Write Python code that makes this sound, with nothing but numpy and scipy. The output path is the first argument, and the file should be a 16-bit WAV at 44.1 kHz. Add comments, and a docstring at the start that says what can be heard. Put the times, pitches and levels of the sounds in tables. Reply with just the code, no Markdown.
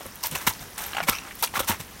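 """A horse walks through deep wet mud, outdoors, close to the microphone.
Each hoof thuds into the ground and squeezes out bubbling mud and a fine spray; air pockets ring,
and pop in a quick string as a hoof pulls free. Droplets tick and the mud patters as it settles.
Behind it lie a soft open-air hiss and faint wind on the microphone."""
import sys
import numpy as np
from scipy import signal
from scipy.fft import rfft, irfft
from scipy.io import wavfile

SR = 44100
rng = np.random.default_rng(int(sys.argv[2]) if len(sys.argv) > 2 else 0)


def unload_audio(sound):
    """Save the sound as a 16-bit wav file, at the path given as the first command line argument."""
    columns = np.transpose(np.atleast_2d(sound))
    # keep every value between -1 and 1, then stretch to whole-number steps
    steps = np.round(np.clip(columns, -1, 1) * 32767)
    wavfile.write(sys.argv[1], SR, steps.astype(np.int16))


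N = 88200
T = np.arange(N) / SR
SHORT = 2 ** 15  # samples in one event
SPURT_HZ = 110  # how fast the flow of squeezed mud and water flickers


def amp(db):
    """Decibels to gain."""
    return 10 ** (np.asarray(db) / 20)


def unit(x, weight=None):
    """Scales to rms 1, optionally weighted over time."""
    return x / np.sqrt(np.average(x ** 2, weights=weight) + 1e-20)


def add(mix, start, sound):
    """Mixes a sound in at a start time in seconds."""
    part = mix[max(round(start * SR), 0):][:len(sound)]
    part += sound[:len(part)]


def colour(x, points):
    """Minimum-phase filter through (Hz, dB) points; the result has rms 1."""
    hz, db = np.transpose(points)
    f = abs(np.fft.fftfreq(4096, 1 / SR))
    log_gain = np.log(amp(np.interp(np.log(f + 1), np.log(hz), db)))
    taps = np.fft.ifft(np.exp(np.conj(signal.hilbert(log_gain)))).real
    return unit(signal.fftconvolve(x, taps[:len(taps) // 2])[:N])


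def band(hz, width_hz, size=N):
    """Noise ringing in one resonance; at 0 Hz, a random wobble."""
    f = np.fft.rfftfreq(size, 1 / SR)
    return unit(irfft(rfft(rng.standard_normal(size)) / (1 + ((f - hz) / width_hz) ** 2), size))


def envelope(rise, hold=0, *, t60):
    """Swell, hold and exponential release, all in seconds."""
    t = T[:SHORT]
    swell = np.minimum(t / rise, 1) ** 1.57
    decay = np.log(1000) * np.maximum(t - rise - hold, 0) / t60
    return swell * np.exp(-np.minimum(decay, 20))


def shaped(x, env, start=0):
    """Puts an envelope on a texture from a given time on, with rms 1 at its top."""
    return env * unit(np.roll(x, -round(start * SR))[:len(env)], env ** 2)


def bubbles(per_s, lo_hz, hi_hz, cycles, spread_db, glide=0.041, sizes=30):
    """Tiny bubbles of many sizes bursting at random, each a short rising ring."""
    out = np.zeros(N)
    for hz in np.geomspace(lo_hz, hi_hz, sizes):
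        turns = hz * rng.uniform(.96, 1.04) * T[:round(4 * cycles * SR / hz)]
        age = turns / cycles
        ring = hz * np.exp(-2 * age) * np.sin(2 * np.pi * turns * (1 + glide * np.minimum(age, 2)))
        when, chance, side = rng.random((4000, 3))[:round(per_s / sizes * N / SR)].T
        strength = amp(spread_db * np.minimum(-np.log(chance), 4)) * np.sign(side - .5)
        at = (when * N).astype(int)[:, None] + np.arange(len(ring))
        out += np.bincount(at.ravel(), np.outer(strength, ring).ravel(), N)[:N]
    return out


def open_air():
    """Outdoor hiss and lumpy wind on the microphone."""
    # Spectra of the air and the wind. Each row: frequency in Hz, relative level in dB.
    air_spectrum = [(88, -32.5), (170, 0.5), (430, -7), (1400, -12), (6000, -17), (15500, -22)]
    wind_spectrum = [(15, -16), (35, -4), (65, 0), (100, -4), (350, -17), (8000, -55)]
    air = colour(rng.standard_normal(N), air_spectrum)
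    wind = colour(rng.standard_normal(N), wind_spectrum)
    gusts = amp(2.2 * band(0, width_hz=17))
    return amp(-47) * air + amp(-51.5) * unit(wind * gusts)


def settling_mud():
    """Small bubbles patter and fizz in the mud all around."""
    # Tone of the patter. Each row: frequency in Hz, relative gain in dB.
    patter_tone = [(400, -16), (900, -2), (2000, -3.5), (4500, -10), (6000, -4.5), (10000, -23)]
    patter = colour(bubbles(per_s=3000, lo_hz=421, hi_hz=7920, cycles=6.2, spread_db=3.5), patter_tone)
    fizz = unit(bubbles(per_s=1300, lo_hz=8230, hi_hz=14900, cycles=25, spread_db=3.5, sizes=12))
    return amp(-49.5) * patter + amp(-52.5) * fizz


def surroundings(x):
    """Adds faint scatter from the ground, the horse and the bank to the direct sound."""
    tail = rng.standard_normal(SHORT) * envelope(rise=0.012, t60=0.13)
    return x + amp(-16) * signal.fftconvolve(x, tail / np.linalg.norm(tail))[:N]


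def pip():
    """A tiny bubble whistles one thin high note."""
    # The whistle. Each row: start in seconds, level in dB, pitch in Hz.
    whistles = [(0.861, -28.5, 12370)]
    out = np.zeros(N)
    for start, db, hz in whistles:
        note = shaped(band(hz, width_hz=190, size=SHORT), envelope(rise=0.0028, t60=.035))
        add(out, start, amp(db) * note)
    return out


def drops():
    """Droplets and bursting films of water give short bright ticks."""
    # The ticks. Each row: time of the peak in seconds, level in dB, pitch in Hz.
    ticks = [(0.064, -32.5, 11600), (.157, -32.5, 13500), (0.237, -21, 5870), (0.2698, -18, 14100),
             (0.313, -27.5, 9900), (.493, -20.5, 13200), (.536, -32, 5100), (.594, -36.5, 5000),
             (0.781, -26.5, 9100), (0.82, -27, 12000), (1.354, -30.5, 15100), (1.426, -16, 12900),
             (1.439, -18.5, 4930)]
    rise = 0.000997
    out = np.zeros(N)
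    for peak, db, hz in ticks:
        tick = shaped(band(hz, width_hz=0.25 * hz, size=SHORT), envelope(rise, t60=0.016))
        add(out, peak - rise, amp(db) * tick)
    return out


def mud_texture():
    """The wet crackle of mud under pressure."""
    # Tone of the mud. Each row: frequency in Hz, relative gain in dB.
    mud_tone = [(100, -35.5), (350, -8.5), (600, -5.5), (1100, 0.5), (1700, -2), (2400, -5), (3400, -10),
                (5000, -19), (9000, -17), (16000, -1)]
    return colour(bubbles(per_s=2600, lo_hz=347, hi_hz=7470, cycles=7.5, spread_db=1.5), mud_tone)


def pops():
    """Air breaks into the hollow under a hoof: two rising rings and a wet snap."""
    # Air pops. Each row: start in seconds, level in dB, low and high cavity pitch in Hz.
    cavities = [(.007, -36, 600, 685), (.056, -38.5, 522, 520), (.4755, -20, 960, 975),
                (.509, -32, 900, 940), (.822, -34.5, 1600, 1610), (0.9321, -25.5, 1630, 2900),
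                (0.948, -27, 760, 1560), (.967, -20.5, 803, 2790), (.982, -21.5, 804, 1645),
                (1.003, -20.5, 667, 1410), (1.1847, -30.5, 2670, 5750), (1.309, -31.5, 1530, 1882),
                (1.472, -28.5, 2350, 2770), (1.539, -29, 834, 950), (1.5555, -20, 1370, 1596),
                (1.571, -28.5, 1170, 2280), (1.603, -22, 528, 1244), (1.679, -30, 822, 910),
                (1.744, -32.5, 1070, 2090)]
    rise, glide_per_s = 0.00065, 4.2
    out, mud, t = np.zeros(N), mud_texture(), T[:SHORT]
    rising_clock = t + glide_per_s * t ** 2 / 2
    for start, db, low_hz, high_hz in cavities:
        rings = sum(np.sin(2 * np.pi * hz * rising_clock) * envelope(rise, t60=0.033 * np.sqrt(1000 / hz))
                    for hz in (low_hz, high_hz))
        top_hz = min(6 * high_hz, SR / 3)  # a larger hollow gives a duller snap
        hollow = signal.butter(2, [min(low_hz, high_hz), top_hz], "bandpass", fs=SR, output="sos")
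        snap = shaped(signal.sosfilt(hollow, mud), envelope(rise, t60=0.057), start)
        add(out, start, amp(db) * (rings + amp(-4.5) * snap))
    return out


def squirt():
    """Water sputters out through a gap whose two resonances rise as the hoof's weight closes it."""
    # Timing of the squirt: start, swell, hold and 60 dB decay time, all in seconds.
    timing = (1.108, .022, 0.022, 0.25)
    # Resonances of the gap. Each row: multiple of the pitch, level in dB.
    gap_modes = [(1.002, -30.5), (2.15, -36)]
    start, swell, hold, t60 = timing
    pitch_hz = 2675 * (1 - .35 * np.exp(-T[:SHORT] / swell))
    turns = np.cumsum(pitch_hz) / SR
    gap = sum(amp(db) * band(0, width_hz=250 * ratio, size=SHORT) * np.sin(2 * np.pi * ratio * turns)
              for ratio, db in gap_modes)
    sputter = unit(amp(4.5 * band(0, SPURT_HZ, size=SHORT)))
    out = np.zeros(N)
    add(out, start, gap * sputter * envelope(swell, hold, t60=t60))
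    return out


def hoof_strikes():
    """The hoof meets firm ground under the mud and rings briefly."""
    # Hard contacts. Each row: start in seconds, level in dB.
    strikes = [(.4703, -16), (1.0842, -16), (1.0932, -35.5)]
    # Resonances of the hoof. Each row: frequency in Hz, relative level in dB.
    hoof_modes = [(1030, -1.5), (1350, -4), (2000, -6.5), (2240, -1.5), (2860, -7.5)]
    tones = sum(amp(db) * np.sin(2 * np.pi * (hz * T[:SHORT] + rng.random())) for hz, db in hoof_modes)
    ring = tones * envelope(rise=.001, t60=.045)
    out = np.zeros(N)
    for start, db in strikes:
        add(out, start, amp(db) * ring)
    return out


def thuds():
    """The horse's weight lands: a damped knock that sags in pitch, a dull slap and a ground shudder."""
    # Landings. Each row: start in seconds, pitch in Hz, level in dB, 60 dB decay time in seconds,
    # level of the shudder in dB.
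    landings = [(0.057, 220, -39, 0.026, -46), (0.318, 145.7, -34, 0.18, -38),
                (0.471, 180, -21, 0.023, -33), (0.604, 134, -45, 0.44, -41.5), (1.02, 157, -39, 0.21, -47),
                (1.087, 232, -19.5, 0.02, -33.5), (1.572, 187, -32, 0.014, -39),
                (1.601, 257, -32, 0.022, -38), (1.695, 216.6, -22, 0.04, -32),
                (1.797, 154, -36, 0.068, -42)]
    rise, sag = 0.0041, 0.17
    out = np.zeros(N)
    for start, hz, db, t60, ground_db in landings:
        env = envelope(rise, t60=t60)
        pitch_hz = hz * (1 + sag * (np.exp(-2 * T[:SHORT] / t60) - .5))
        knock = np.sqrt(2) * env * np.sin(2 * np.pi * np.cumsum(pitch_hz) / SR)
        slap = amp(-6) * shaped(band(hz=362, width_hz=240, size=SHORT), env)
        shudder = shaped(band(hz=79, width_hz=32, size=SHORT), envelope(2 * rise, t60=.13))
        add(out, start, amp(db) * (knock + slap) + amp(ground_db) * shudder)
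    return out


def squelches():
    """Each squeeze drives out bubbling mud, spray and droplets, and rings a wavering air pocket."""
    # Squeezes under the hooves. Each row: start, swell, hold and the mud's 60 dB decay time in seconds,
    # mud and spray levels in dB, air pocket pitch in Hz, air pocket level in dB.
    squeezes = [ (0.0, 0.0015, 0.066, 0.2, -49, -50, 1150, -56),
                (0.225, 0.011, 0.025, 0.12, -37.5, -29.5, 967, -34.5),
                (0.308, 0.0097, 0.088, 1, -40.5, -40, 1370, -70),
                (0.347, 0.0049, 0.0077, 0.018, -30.5, -30, 2737, -31.5),
                (0.465, 0.0049, 0.011, 0.022, -24.5, -20, 1115, -50),
                (0.493, .004, 0.011, 0.027, -40, -39, 1020, -47),
                (0.601, 0.0041, 0.0039, 0.2, -50, -44.5, 710, -47),
                (0.775, 0.0053, 0.022, 1, -38, -36, 830, -44),
                (1.025, 0.0047, 0.0082, 0.024, -37, -37.5, 2270, -32.5),
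                (1.066, 0.026, 0.0037, 0.044, -22.5, -20, 549, -27.5),
                (1.11, 0.011, 0.0068, 0.29, -36, -39, 1300, -32.5),
                (1.182, 0.089, 0.0068, 0.21, -43, -67, 1710, -59),
                (1.382, 0.0075, 0.024, 0.2, -77, -41.5, 1200, -62),
                (1.423, 0.0042, 0.021, 0.045, -28, -24.5, 913, -29.5),
                (1.526, 0.044, 0.0066, 0.043, -27.5, -30.5, 1600, -41),
                (1.588, 0.0054, 0.012, 0.045, -29.5, -26, 1450, -32.5),
                (1.622, 0.0098, 0.0061, 0.12, -39, -41, 1330, -40),
                (1.668, 0.021, 0.0055, 0.15, -31, -23, 870, -31),
                (1.692, 0.009, 0.021, 0.11, -32, -56, 915, -28),
                (1.790, 0.015, 0.0074, 0.054, -40.5, -37, 781, -48), ]
    # Tone of the spray and its droplets. Each row: frequency in Hz, relative gain in dB.
    spray_tone = [(500, -56), (2000, -2.5), (3800, 0), (4800, -5), (5800, 1), (7000, -3.5), (9000, 1),
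                  (10500, -3), (12500, 3.5), (16000, 1)]
    mist_above_hz, waver_hz = 8200, 117
    spurts = amp(1.7 * band(0, SPURT_HZ))
    mud = spurts * mud_texture()
    specks = bubbles(per_s=5000, lo_hz=2340, hi_hz=13300, cycles=1.17, spread_db=1.5, sizes=16)
    spray = spurts * colour(specks, spray_tone)
    spatter = colour(bubbles(per_s=270, lo_hz=3000, hi_hz=13000, cycles=6, spread_db=2.5), spray_tone)
    coarse = signal.sosfiltfilt(signal.butter(3, mist_above_hz, fs=SR, output="sos"), spray)
    mist = spray - coarse
    wavering_clock = np.cumsum(1 + 0.0466 * band(0, waver_hz)) / SR
    flutter = amp(5.5 * band(0, waver_hz))
    out = np.zeros(N)
    for start, swell, hold, t60, mud_db, spray_db, pocket_hz, pocket_db in squeezes:
        pocket = flutter * np.sin(2 * np.pi * pocket_hz * wavering_clock)
        layers = ((mud, amp(mud_db), t60),
                  (coarse, amp(spray_db) * np.std(coarse), t60),
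                  (mist, amp(spray_db) * np.std(mist), t60 / 1.1),
                  (pocket, amp(pocket_db), t60 / 2.2))
        for texture, gain, fade in layers:
            add(out, start, gain * shaped(texture, envelope(swell, hold, t60=fade), start))
        # Thrown droplets fall back, quieter than the spray.
        falling = np.roll(spatter, -round(start * SR))[:SHORT] * envelope(swell, hold, t60=.17)
        add(out, start, amp(spray_db - 10) * falling)
    return out


def scene():
    """Hooves in mud close by, over the outdoor background, in mono."""
    hooves = squelches() + thuds() + hoof_strikes() + squirt() + pops() + drops() + pip()
    return (surroundings(hooves) + settling_mud() + open_air())[None]


def record(dry):
    """The microphone's bass cut and the recorder's band limit."""
    low_cut_hz, top_hz = 28, 16000
    thin = signal.sosfilt(signal.butter(2, low_cut_hz, "highpass", fs=SR, output="sos"), dry)
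    band_limit = signal.firwin(511, top_hz, window=("kaiser", 9), fs=SR)
    return signal.oaconvolve(thin, band_limit[None], "same")


dry = scene()
out = record(dry)
unload_audio(out)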